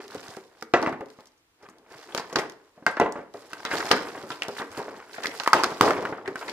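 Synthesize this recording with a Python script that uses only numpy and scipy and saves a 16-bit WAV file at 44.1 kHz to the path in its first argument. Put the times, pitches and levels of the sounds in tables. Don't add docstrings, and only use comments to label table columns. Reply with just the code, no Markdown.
import sys
import numpy as np
from scipy import signal
from scipy.fft import rfft, irfft
from scipy.io import wavfile
from scipy.ndimage import uniform_filter1d

SR = 44100
rng = np.random.default_rng(int(sys.argv[2]) if len(sys.argv) > 2 else 0)


def voltage_ratio(level):
    return 10 ** (np.asarray(level, float) / 20)


def store_pcm(level_fs):
    pcm = np.round(np.clip(level_fs, -1, 1) * 32767).astype(np.int16)
    wavfile.write(sys.argv[1], SR, np.atleast_2d(pcm).T)


N = 287796

# t/s, left minus right/dB
HAND_SIDE = [(0.1, -3), (.6, -6.5), (.95, 7), (3.3, 3.5), (3.6, -3), (6.4, 0.5)]


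def unit(x):
    return x / np.sqrt(np.mean(x ** 2) + 1e-30)


def spread(mid, side, apart=1):
    return mid + apart * side * np.array([[1], [-1]])


def colour(x, points):
    hz, db = np.transpose(points)
    size = 8192
    f = np.arange(size // 2 + 1) * SR / size + 1
    log_gain = np.interp(np.log(f), np.log(hz), db) * np.log(10) / 20
    cepstrum = irfft(log_gain)[:size // 2]
    cepstrum[1:] *= 2
    response = irfft(np.exp(rfft(cepstrum, size)))[:size // 2]
    response = response.reshape((1,) * (x.ndim - 1) + (-1,))
    return signal.fftconvolve(x, response, axes=-1)[..., :x.shape[-1]]


def hump(hz, low_db, high_db):
    return [(hz / 8, -low_db), (hz, 0), (hz * 8, -high_db), (hz * 64, -2 * high_db)]


def fade(seconds, t60_s):
    return np.exp(-np.log(1000) * np.arange(int(seconds * SR)) / SR / t60_s)


def jolt(seconds, t60_s, spike, rise_s):
    decay = fade(seconds, t60_s) + spike * fade(seconds, t60_s / 6)
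    return decay * (1 - fade(seconds, rise_s))


def ring(modes, seconds):
    t_s = np.arange(int(seconds * SR)) / SR
    return sum(voltage_ratio(db) * np.sin(2 * np.pi * hz * t_s) * fade(seconds, t60_s) for hz, db, t60_s in modes)


def add(out, s, sound, peak_db, pan_db=0):
    i = int(s * SR)
    sound = sound[..., :N - i] * voltage_ratio(peak_db) / np.abs(sound).max()
    out[:, i:i + sound.shape[-1]] += sound * voltage_ratio(np.array([[pan_db / 2], [-pan_db / 2]]))


def grains(per_s, scatter_db, points, t60_s, apart):
    clump_db = 2
    chance = rng.random((2, N))
    size = voltage_ratio(-scatter_db * np.log(1 - 0.97 * chance[1])) * (chance[0] < per_s / SR)
    pulse = fade(0.15, t60_s) * (1 - fade(0.15, t60_s / 2))
    shaking = np.sqrt(np.abs(signal.fftconvolve(size ** 2, pulse ** 2)[:N]))
    hold = SR // 50
    steps = np.repeat(rng.standard_normal(N // hold + 1), hold)[:N]
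    clump = uniform_filter1d(steps, hold)
    mid, side = rng.standard_normal((2, N))
    return unit(colour(spread(mid, side, apart) * shaking * voltage_ratio(clump_db * clump), points))


def effort(layer_db, bright_share, shudder_db=0):
    press_db_s, lift_db_s, jolt_db_s = 420, 176, 4000
    # start t/s, length/s, level/dB, brightness/dB
    strokes = [(0, 0.041, -44, 1.5), (0.105, 0.25, -45, 4), (0.585, 0.043, -58, 3), (1.106, 0.15, -60, 5),
               (1.632, 0.014, -50.5, -3.5), (1.718, 0.13, -60.5, -25), (1.917, 0.23, -45.5, 1.5),
               (2.165, 0.013, -32.5, -2), (2.284, 0.082, -44, -1.5), (2.549, 0.29, -63.5, 1),
               (3.362, 0.18, -50.5, 4.5), (3.533, 0.17, -44.5, 2), (3.732, 0.054, -26, 0.5),
               (3.854, 0.11, -32.5, 2), (3.978, 0.14, -36.5, -1), (4.152, 0.091, -40, -0.5),
               (4.308, 0.013, -38, 3.5), (4.415, 0.064, -41, -0.5), (4.5, 0.067, -58.5, 15),
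               (4.583, 0.01, -35.5, 3), (4.718, 0.044, -44.5, 4), (4.778, 0.0071, -33.5, 1.5),
               (4.854, 0.13, -42, -3.5), (5.008, 0.088, -51, 2), (5.132, 0.032, -44, 6.5),
               (5.238, 0.011, -33, 3), (5.34, 0.17, -41.5, 6.5), (5.674, 0.13, -44.5, 6),
               (6.27, 0.028, -40, -6), (6.384, 0.15, -39, 1.5)]
    # t/s, level/dB, decay/(dB/s), brightness/dB
    shudders = [
        (.4, -58.5, 31, 4.5),
        (0.747, -33.5, 88.5, -8),
        (.9, -46, 124.5, -20),
        (2.364, -23.5, 201, -5),
        (3.014, -21, 297, -14.5),
        (3.17, -46, 161, -3.5),
        (5.542, -23, 95, -2),
        (5.82, -20.5, 94, -1.5),
        (6.02, -34, 80, -6.5),
    ]
    moves = [(s, s + length_s, db, bright_db, press_db_s, lift_db_s) for s, length_s, db, bright_db in strokes]
    moves += [(s, s, db + shudder_db, bright_db, jolt_db_s, dying) for s, db, dying, bright_db in shudders]
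    t_s = np.arange(N) / SR
    coarse_s = t_s[::64]
    power = 0
    for start, end, db, bright_db, rise, fall in moves:
        before_db = rise * np.maximum(start - coarse_s, 0)
        after_db = abs(fall) * np.maximum(coarse_s - end, 0)
        power = power + voltage_ratio(2 * (db + bright_share * bright_db - before_db - after_db))
    return voltage_ratio(layer_db) * np.interp(t_s, coarse_s, np.sqrt(power))


def rubbing():
    # f/Hz, density/dB
    boom_tone = [(18, -74.5), (30, -6), (163, -9.5), (250, -8.5), (383, -1), (461, -3.5), (509, -5.5),
                 (900, -10.5), (1170, -14), (1980, -120)]
    rasp_tone = [(290, -34), (500, -25), (638, -4), (1530, -4.5), (2200, -10.5), (3200, -18), (5000, -37),
                 (7700, -120)]
    fibre_tone = [(1300, -14), (2300, -2.5), (3200, -1.5), (5000, 2.5), (7000, -7.5), (10000, -21.5)]
    crackle_tone = [(4000, -25), (7000, 1), (10000, -3), (13000, -8.5), (16000, -15)]
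    boom = effort(0.11, -0.28, shudder_db=6) * voltage_ratio(-3) * grains(200, 1.0, boom_tone, 0.078, 0.066)
    rasp = effort(-2.5, 0) * grains(400, 4.34, rasp_tone, 0.02, 0.089)
    fibre = effort(-7, 1.16) * voltage_ratio(-2.5) * grains(1000, 5.0, fibre_tone, 0.009, 0.8)
    crackle = effort(-20.5, 1.2, shudder_db=-0.5) * voltage_ratio(3.0) * grains(900, 4.0, crackle_tone, 0.032, 0.94)
    return boom + rasp + fibre + crackle


def knocks():
    # t/s, peak/dB, centre f/Hz, t60/s
    bumps = [(0.6239, -22, 962, 0.022), (0.829, -16, 850, 0.12), (.872, -12, 703, 0.1),
             (0.927, -22, 716, 0.071), (1.187, -36.5, 586, 0.14), (1.687, -37.5, 1160, 0.066),
             (2.326, -24.5, 560, 0.074), (2.776, -40.5, 490, 0.28), (2.824, -35, 313, 0.071),
             (3.031, -21, 378, 0.015), (3.057, -20.5, 627, 0.28), (3.156, -23.5, 528, 0.22),
             (3.189, -28.5, 323, 0.094), (3.848, -25, 550, 0.036), (3.93, -14.5, 430, 0.15),
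             (4.167, -33, 289, 0.23), (4.3042, -25, 1174, 0.22), (4.483, -23, 516, 0.19),
             (4.616, -22.5, 1126, 0.062), (4.776, -24, 436.5, 0.21), (4.796, -23.5, 403, 0.17),
             (5.913, -16, 416, 0.1), (6.124, -21, 490, 0.11)]
    # t/s, peak/dB, t60/s
    thuds = [(0.15, -23, 0.086), (.169, -58, .11), (0.369, -26, 0.044), (1.008, -22.5, 0.087),
             (1.631, -37.5, 0.04), (2.148, -20, 0.042), (2.177, -22.5, 0.042), (2.387, -14, 0.05),
             (3.342, -29, 0.24), (3.733, -19, 0.035), (4.236, -29.5, 0.16), (4.88, -26, 0.096),
             (5.182, -26, 0.1), (5.269, -26.5, 0.068), (5.718, -21.5, 0.057), (5.84, -14.5, 0.14),
             (5.878, -9.5, 0.1), (5.988, -19.5, 0.13), (6.28, -22, 0.2), (6.413, -34, 0.098),
             (6.498, -32, 0.027)]
    # t/s, peak/dB, centre f/Hz,
    # t60/s
    buckles = [(0.862, -20, 1460, 0.08), (2.197, -18.5, 715, 0.043), (2.357, -12, 987, 0.079),
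               (2.97, -17.5, 1340, 0.085), (3.532, -19.5, 1540, 0.026), (3.65, -19, 1237, 0.14),
               (3.714, -15.5, 1820, 0.11), (3.912, -3, 936, 0.08), (4.421, -17, 2290, 0.064),
               (4.599, -20, 960, 0.12), (5.257, -9.5, 2000, 0.007), (5.401, -20, 970, 0.12),
               (5.4616, -17, 1120, 0.024), (5.4755, -6.5, 1010, 0.028), (5.532, -5, 1350, 0.018),
               (5.5374, -8, 774, 0.05), (5.637, -14, 1290, 0.02), (5.6412, -19, 1140, 0.025),
               (5.8094, -12.5, 1060, 0.015), (6.052, -13.5, 1370, 0.024), (6.357, -19.5, 1516, 0.036)]
    wall_hz = 399
    bump_boom_db, thud_boom_db, buckle_boom_db = 2.5, -31, -42
    blows = [(*row, bump_boom_db) for row in bumps]
    blows += [(*row, buckle_boom_db) for row in buckles]
    blows += [(s, db, wall_hz, t60_s, thud_boom_db) for s, db, t60_s in thuds]
    blows.sort()
    out, shake = np.zeros((2, N)), rng.standard_normal(N + SR)
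    chance = rng.random((len(blows), 3, 16))
    for (s, db, hz, t60_s, boom_db), (place, size, life) in zip(blows, chance):
        noise, t60_s = shake[int(s * SR):], np.clip(t60_s, 0.008, 0.3)
        push = noise[:SR // 50] * fade(1 / 50, 0.16 * t60_s)
        mode_hz = hz * 2 ** (3.2 * (place - 0.65))
        mode_db = -9 * np.abs(np.log2(mode_hz / hz)) - 6 * size
        mode_t60_s = t60_s * (0.51 + 0.5 * life) * (hz / mode_hz) ** 0.5
        panel = ring(zip(mode_hz, mode_db, mode_t60_s), 1 / 5)
        add(out, s, signal.fftconvolve(panel, push), db)
        rattle = noise[:SR // 4] * jolt(1 / 4, 1.28 * t60_s, 1.0, 0.0066)
        add(out, s, colour(rattle, hump(hz, 40.7, 27.7)), db + 0.5)
        add(out, s, ring([(hz, 0, 8 / hz)], 1 / 20), db + 7 * np.log2(hz / 1100))
        boom = ring(zip(150 + 350 * place[:8], -8 * size, 0.13 + 0.19 * life), 1 / 5)
        add(out, s, signal.fftconvolve(boom, push), db + boom_db - 6.0)
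    return colour(out, [(1900, -1.5), (4500, -14.5)])


def pops():
    # t/s, peak/dB, f/Hz
    breaks = [(0.7379, -5.5, 1380), (0.826, -16, 910), (0.863, -13, 1293), (2.148, -20.5, 1200),
              (5.5333, -2.5, 1200), (5.4758, -14.5, 1172), (2.3583, -10, 1630), (2.865, -5, 1560),
              (2.9987, -6, 840), (3.9127, -4.5, 1117), (3.915, -8.5, 1020), (4.304, -18, 1380),
              (4.802, -21.5, 897), (5.462, -21, 1200), (5.5311, 0.1, 1140), (5.5358, -2, 1240),
              (5.636, -6.5, 1420), (5.642, -7.5, 1270), (5.72, -24, 1330), (5.8105, 2.2, 1185),
              (5.865, -12, 620), (6.055, -27, 1340), (6.412, -29, 1350)]
    decay_cycles, rise_cycles = 7, 4
    out = np.zeros((2, N))
    for s, db, hz in breaks:
        t60_s = decay_cycles / hz
        cycles = ring([(hz, 0, t60_s), (1.6 * hz, -14, t60_s)], 1 / 20)
        add(out, s, cycles * (1 - fade(1 / 20, rise_cycles / hz)), db)
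    return out


def snaps():
    # t/s, peak/dB, treble/dB, left minus right/dB
    sharp_cracks = [(0.737, -27, -49.5, 12), (0.8271, -22, -24, 7.5), (0.861, -43, -26, 8),
                    (2.148, -19.5, -16.5, 12), (2.1766, -20, -30.5, -2), (2.359, -12.5, -35.5, -3.5),
                    (2.386, -23.5, -37.5, 12), (2.8648, -20, -18, 12), (2.968, -38, -38, 9.5),
                    (3.651, -18, -27, 0.5), (3.7145, -34, -37, 12), (3.855, -26.5, -29.5, 8),
                    (3.914, -6.5, -29, 16), (4.3045, -30, -41, -2), (4.421, -28, -59, -8), (4.4327, -27, -20, -2),
                    (4.483, -29.5, -13, -3), (5.132, -33, -36, -3), (5.236, -23, -30, -1), (5.269, -20, -34, -4),
                    (5.399, -18, -40, -2), (5.435, -29.5, -11, -5), (5.4751, -17.5, -15, -3.5),
                    (5.532, -10.5, -17, -3.5), (5.6353, -13, -20, -2.5), (5.643, -18, -39, 4),
                    (5.8102, -15, -16.5, -13.5), (5.907, -24, -19, 3), (6.4958, -26, -29.5, 12)]
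    # t/s, peak/dB
    fibres = [(0.0798, -36), (0.108, -40), (0.1463, -34.5), (0.203, -59), (0.282, -35.5), (0.367, -38),
              (0.611, -42.5), (.625, -30), (.746, -37.5), (0.817, -34), (.8451, -43), (0.8706, -36.5),
              (.894, -39), (1.0585, -47), (1.0857, -49.5), (0.925, -42), (1.0084, -46), (1.1019, -42.5),
              (1.206, -43.5), (1.2568, -43.5), (1.688, -43), (1.7837, -49), (2.3273, -34), (2.4975, -33.5),
              (2.521, -43), (3.3388, -40.5), (3.5329, -28.5), (4.2268, -40), (4.7161, -39), (4.774, -32.5),
              (5.2582, -22.5), (6.025, -34), (6.052, -40), (6.257, -50), (6.2772, -32.5), (6.357, -33)]
    fibre_treble_db = -16.5
    ticks = [(s, db, fibre_treble_db, np.interp(s, *np.transpose(HAND_SIDE))) for s, db in fibres]
    out, shake = np.zeros((2, N)), rng.standard_normal((2, N + SR))
    shape = (fade(0.1, 0.0066) + 0.075 * fade(0.1, 0.094)) * (1 - fade(0.1, 0.0026))
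    for s, db, treble_db, pan_db in sharp_cracks + ticks:
        mid, side = shake[:, int(s * SR):int(s * SR) + len(shape)]
        crack = spread(mid, side, 1.1) * shape
        tone = [(500, -10.5), (2500, 1.5), (4900, 8.0), (11000, treble_db + 7.5), (16000, 0.67 * treble_db - 2.5)]
        add(out, s, colour(crack, tone), db + 6.5, np.clip(pan_db, -12, 12))
    return out


def creases():
    # t/s, peak/dB, centre f/Hz, t60/s
    slip_bursts = [(.128, -37, 4200, .05), (.18, -37, 3300, 0.045), (0.205, -35.5, 6500, 0.018),
                   (.23, -40, 3430, 0.014), (0.267, -35, 5000, 0.012), (.307, -34, 5200, .015),
                   (.331, -44, 5000, .015), (1.27, -40.5, 5500, 0.036), (1.319, -52.5, 4510, .015),
                   (1.375, -55.5, 5500, .1), (1.625, -47.5, 5170, 0.066), (1.695, -47, 6400, 0.055),
                   (.815, -17, 334, 0.33), (0.875, -15, 794, 0.086), (.93, -35, 990, 0.049),
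                   (1.017, -27, 527, 0.12), (2.122, -34, 3200, 0.041), (2.179, -21.5, 4770, .04),
                   (2.194, -26, 4740, 0.064), (2.297, -37, 5200, .02), (2.33, -32, 5860, 0.029),
                   (2.3565, -15.5, 4900, 0.045), (2.389, -21.5, 5330, 0.058), (2.391, -23.5, 2040, 0.12),
                   (2.87, -30, 3590, 0.2), (3.011, -23, 2580, 0.065), (0.74, -17, 2500, 0.033),
                   (2.91, -40.5, 8500, 0.08), (2.9984, -23.5, 6200, .015), (3.1226, -26.5, 5650, .012),
                   (3.645, -33, 990, 0.039), (3.659, -24, 3240, 0.085), (3.685, -35, 1460, .04),
                   (3.74, -22, 1300, 0.049), (3.769, -20.5, 4040, 0.052), (3.786, -32, 1300, 0.058),
                   (3.802, -20, 1410, 0.061), (3.805, -27, 4800, 0.021), (3.884, -31, 4700, 0.025),
                   (3.906, -17, 1510, 0.059), (3.917, -12.5, 4670, 0.046), (3.922, -11.5, 450, 0.023),
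                   (3.932, -17, 1560, 0.07), (3.965, -20, 1530, 0.083), (4.276, -39, 1150, .04),
                   (4.316, -23.5, 3100, 0.089), (4.421, -7, 2800, 0.0047), (4.488, -27, 1060, 0.035),
                   (4.586, -25, 3540, .06),
                   (4.432, -27, 2500, 0.046), (4.816, -32, 796, 0.037), (5.181, -24.5, 1510, 0.036),
            (5.242, -19.5, 1470, 0.056), (6.25, -44, 2500, .015), (6.28, -36, 5300, 0.026),
            (6.48, -25, 4300, 0.038), (4.62, -25.5, 1190, 0.054), (4.748, -39, 3000, 0.036),
            (5.111, -35, 1580, 0.026), (5.142, -30, 1550, 0.037), (5.161, -30, 1740, 0.044),
            (5.231, -25, 1690, 0.044), (5.313, -27, 2110, 0.026), (5.334, -43, 1610, 0.025),
            (5.434, -21, 1220, 0.017), (5.46, -29, 4000, 0.01), (5.546, -20, 1300, 0.13),
            (5.555, -20, 2730, 0.34), (5.563, -11.5, 850, 0.12), (5.596, -19, 886, 0.085),
            (5.637, -24, 5170, 0.0086), (5.6408, -11, 4670, .015), (5.66, -25, 4900, 0.021),
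            (5.8118, -20, 1240, 0.014), (5.824, -13.5, 1280, 0.066), (5.841, -14.5, 700, 0.11),
            (5.85, -22.5, 4450, 0.21), (5.867, -15.5, 600, 0.038), (5.876, -13, 1020, 0.05),
            (5.884, -26, 7500, 0.017), (5.906, -7, 1380, 0.019), (5.916, -17, 520, .03),
            (5.999, -29, 500, 0.056), (6.094, -29, 980, 0.039), (6.125, -25.5, 1470, 0.071),
            (6.181, -25, 1150, 0.047), (6.2583, -28.5, 1840, .03), (6.276, -20.5, 1860, 0.043),
            (6.4288, -33, 1050, 0.049), (6.479, -25.5, 2080, 0.15)]
    slope_db, apart_hz = 62, 2500
    out, shake = np.zeros((2, N)), rng.standard_normal((2, N + SR))
    for s, db, hz, t60_s in slip_bursts:
        mid, side = shake[:, int(s * SR):int(s * SR) + SR // 4]
        apart, t60_s = np.clip(hz / apart_hz, 0.35, 2), np.clip(t60_s, 0.006, 0.3)
        slips = spread(mid, side, apart) * jolt(1 / 4, t60_s, 0.47, 0.1 * t60_s)
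        pan_db = min(apart, 1) * np.interp(s, *np.transpose(HAND_SIDE))
        add(out, s, colour(slips, hump(hz, slope_db, slope_db)), db, pan_db)
    return out


def knife():
    # t/s, peak/dB
    clacks = [
        (0.738, 0.5),
        (2.866, -4.5),
        (3, -5.5),
    ]
    # f/Hz, level/dB, t60/s
    table_modes = [
        [(363, -3.5, 0.051), (490, -9.5, 0.13), (693, -4, 0.16), (1955, -13, 0.09), (1073, -16.5, 0.15),
         (1360, -12, 0.34), (1640, -16, 0.07), (2390, -29.5, 0.14), (2660, -21, 0.086)],
        [(336, -8, 0.32), (882, -4.5, 0.13), (1025, -4, 0.12), (1380, -1, 0.11), (1525, -7, 0.05),
         (1585, -6, 0.1), (2080, -20, 0.11), (1845, -21, 0.057), (3980, -24, 0.13)],
        [(290, -3.5, 0.32), (382, -2, 2.7), (700, 0, 5.0), (1060, -2, 0.21), (1352, -5, 0.17),
         (1710, -17.5, 0.61), (1964, -8.5, 0.17), (2600, -16, 0.37), (3270, -22, 0.12)],
    ]
    # t/s, peak/dB
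    bounces = [
        (.8615, -17),
        (0.925, -44),
        (1.008, -34),
        (2.968, -24),
        (3.029, -24),
        (3.062, -24),
    ]
    # f/Hz, level/dB, t60/s
    handle_modes = [(1370, -9, 0.053), (2000, 4, 0.022), (2690, 1, 0.02), (3370, -17, 0.025)]
    clatter_tone = [(45, -30.5), (110, -14.5), (500, -3.5), (1600, -8.0),
                    (3000, -25.5), (4500, -30), (7000, -32.5), (16000, -89.0)]
    out = np.zeros((2, N))
    for (s, db), modes in zip(clacks, table_modes):
        short = [(hz, mode_db, min(t60_s, 0.12)) for hz, mode_db, t60_s in modes]
        chatter = rng.standard_normal(SR // 4)
        strike = chatter * jolt(1 / 4, 0.028, 5.7, 0.00066)
        add(out, s, signal.fftconvolve(ring(short, 0.2), strike), db - 2.0)
        clatter = chatter * jolt(1 / 4, 0.2, 0.61, 0.0058)
        add(out, s, colour(clatter, clatter_tone), db - 9.5)
    for s, db in bounces:
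        add(out, s, ring(handle_modes, 0.2) * (1 - fade(0.2, 0.0033)), db)
    return out


def puffs():
    # t/s, peak/dB, f/Hz, t60/s
    pushes = [(0, -29, 389, 0.037), (0.046, -36.5, 398, 0.066), (0.069, -41.5, 413, 0.069),
              (0.169, -33, 109, 0.057), (0.288, -33, 124, 0.05), (0.374, -32, 385, 0.11),
              (0.949, -49.5, 155, 0.1), (1.952, -42.5, 129, 0.1), (4.699, -40, 89.8, 0.22),
              (5.635, -19, 358, 0.063), (5.809, -8.5, 320, 0.021), (5.812, -13, 114, 0.057),
              (5.862, -24, 99, 0.1), (6.279, -18.5, 387, 0.068)]
    out = np.zeros((2, N))
    for s, db, hz, t60_s in pushes:
        tone = ring([(hz, 0, t60_s), (0.84 * hz, -6, 0.65 * t60_s)], 0.3)
        add(out, s, tone * (1 - fade(0.3, 0.19 * t60_s)), db)
    return out


def room(x):
    # f/Hz, t60/s
    decay = [(100, 0.49), (400, 0.59), (1500, 0.44), (4000, 0.4), (12000, 0.2)]
    hz, t60_s = np.transpose(decay)
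    tail = 0
    for f in 60 * 2.0 ** np.arange(9):
        mid, side = colour(rng.standard_normal((2, SR)), hump(f, 33, 33))
        both = spread(mid, side, np.clip(f / 2200, 0.4, 1))
        tail = tail + both * fade(1, np.interp(np.log(f), np.log(hz), t60_s))
    tail *= 1 - fade(1, 0.031)
    tail /= np.sqrt((tail ** 2).sum() / 2)
    return signal.fftconvolve(x[None], tail, axes=1)[:, :N]


def hush():
    # f/Hz, density/dB
    hush_tone = [(15, -42.5), (25, -5), (96, 0), (215, -10.5), (297, 2), (566, -9), (1050, -5.5),
                 (15500, -25)]
    level_db = -67.5
    mid, side = colour(rng.standard_normal((2, N)), hush_tone)
    side = colour(side, [(200, -14.0), (3000, 3.5)])
    return unit(spread(mid, side)) * voltage_ratio(level_db)


def scene():
    port_lag_samples, room_db = 2, -12
    near = rubbing() + knocks() + puffs() + snaps() + knife() + creases() + pops()
    near[0] = np.roll(near[0], port_lag_samples)
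    return near + voltage_ratio(room_db) * room(near.mean(axis=0))


def band_limit(x):
    return signal.sosfilt(signal.butter(12, 15620, fs=SR, output="sos"), x)


def record(dry):
    # f/Hz, gain/dB
    mic_tone = [(30, -25), (100, -14), (250, -3), (16000, -0.5)]
    left_shadow = [(2000, 0.5), (4500, -5), (12000, -2)]
    treble_edge = [(15200, 0), (15900, -19)]
    left, right = colour(dry, mic_tone)
    ports = np.array([colour(left, left_shadow), right])
    heard = colour(ports + hush(), treble_edge)
    return band_limit(np.clip(heard, -1, 1))


dry = scene()
out = record(dry)
store_pcm(out)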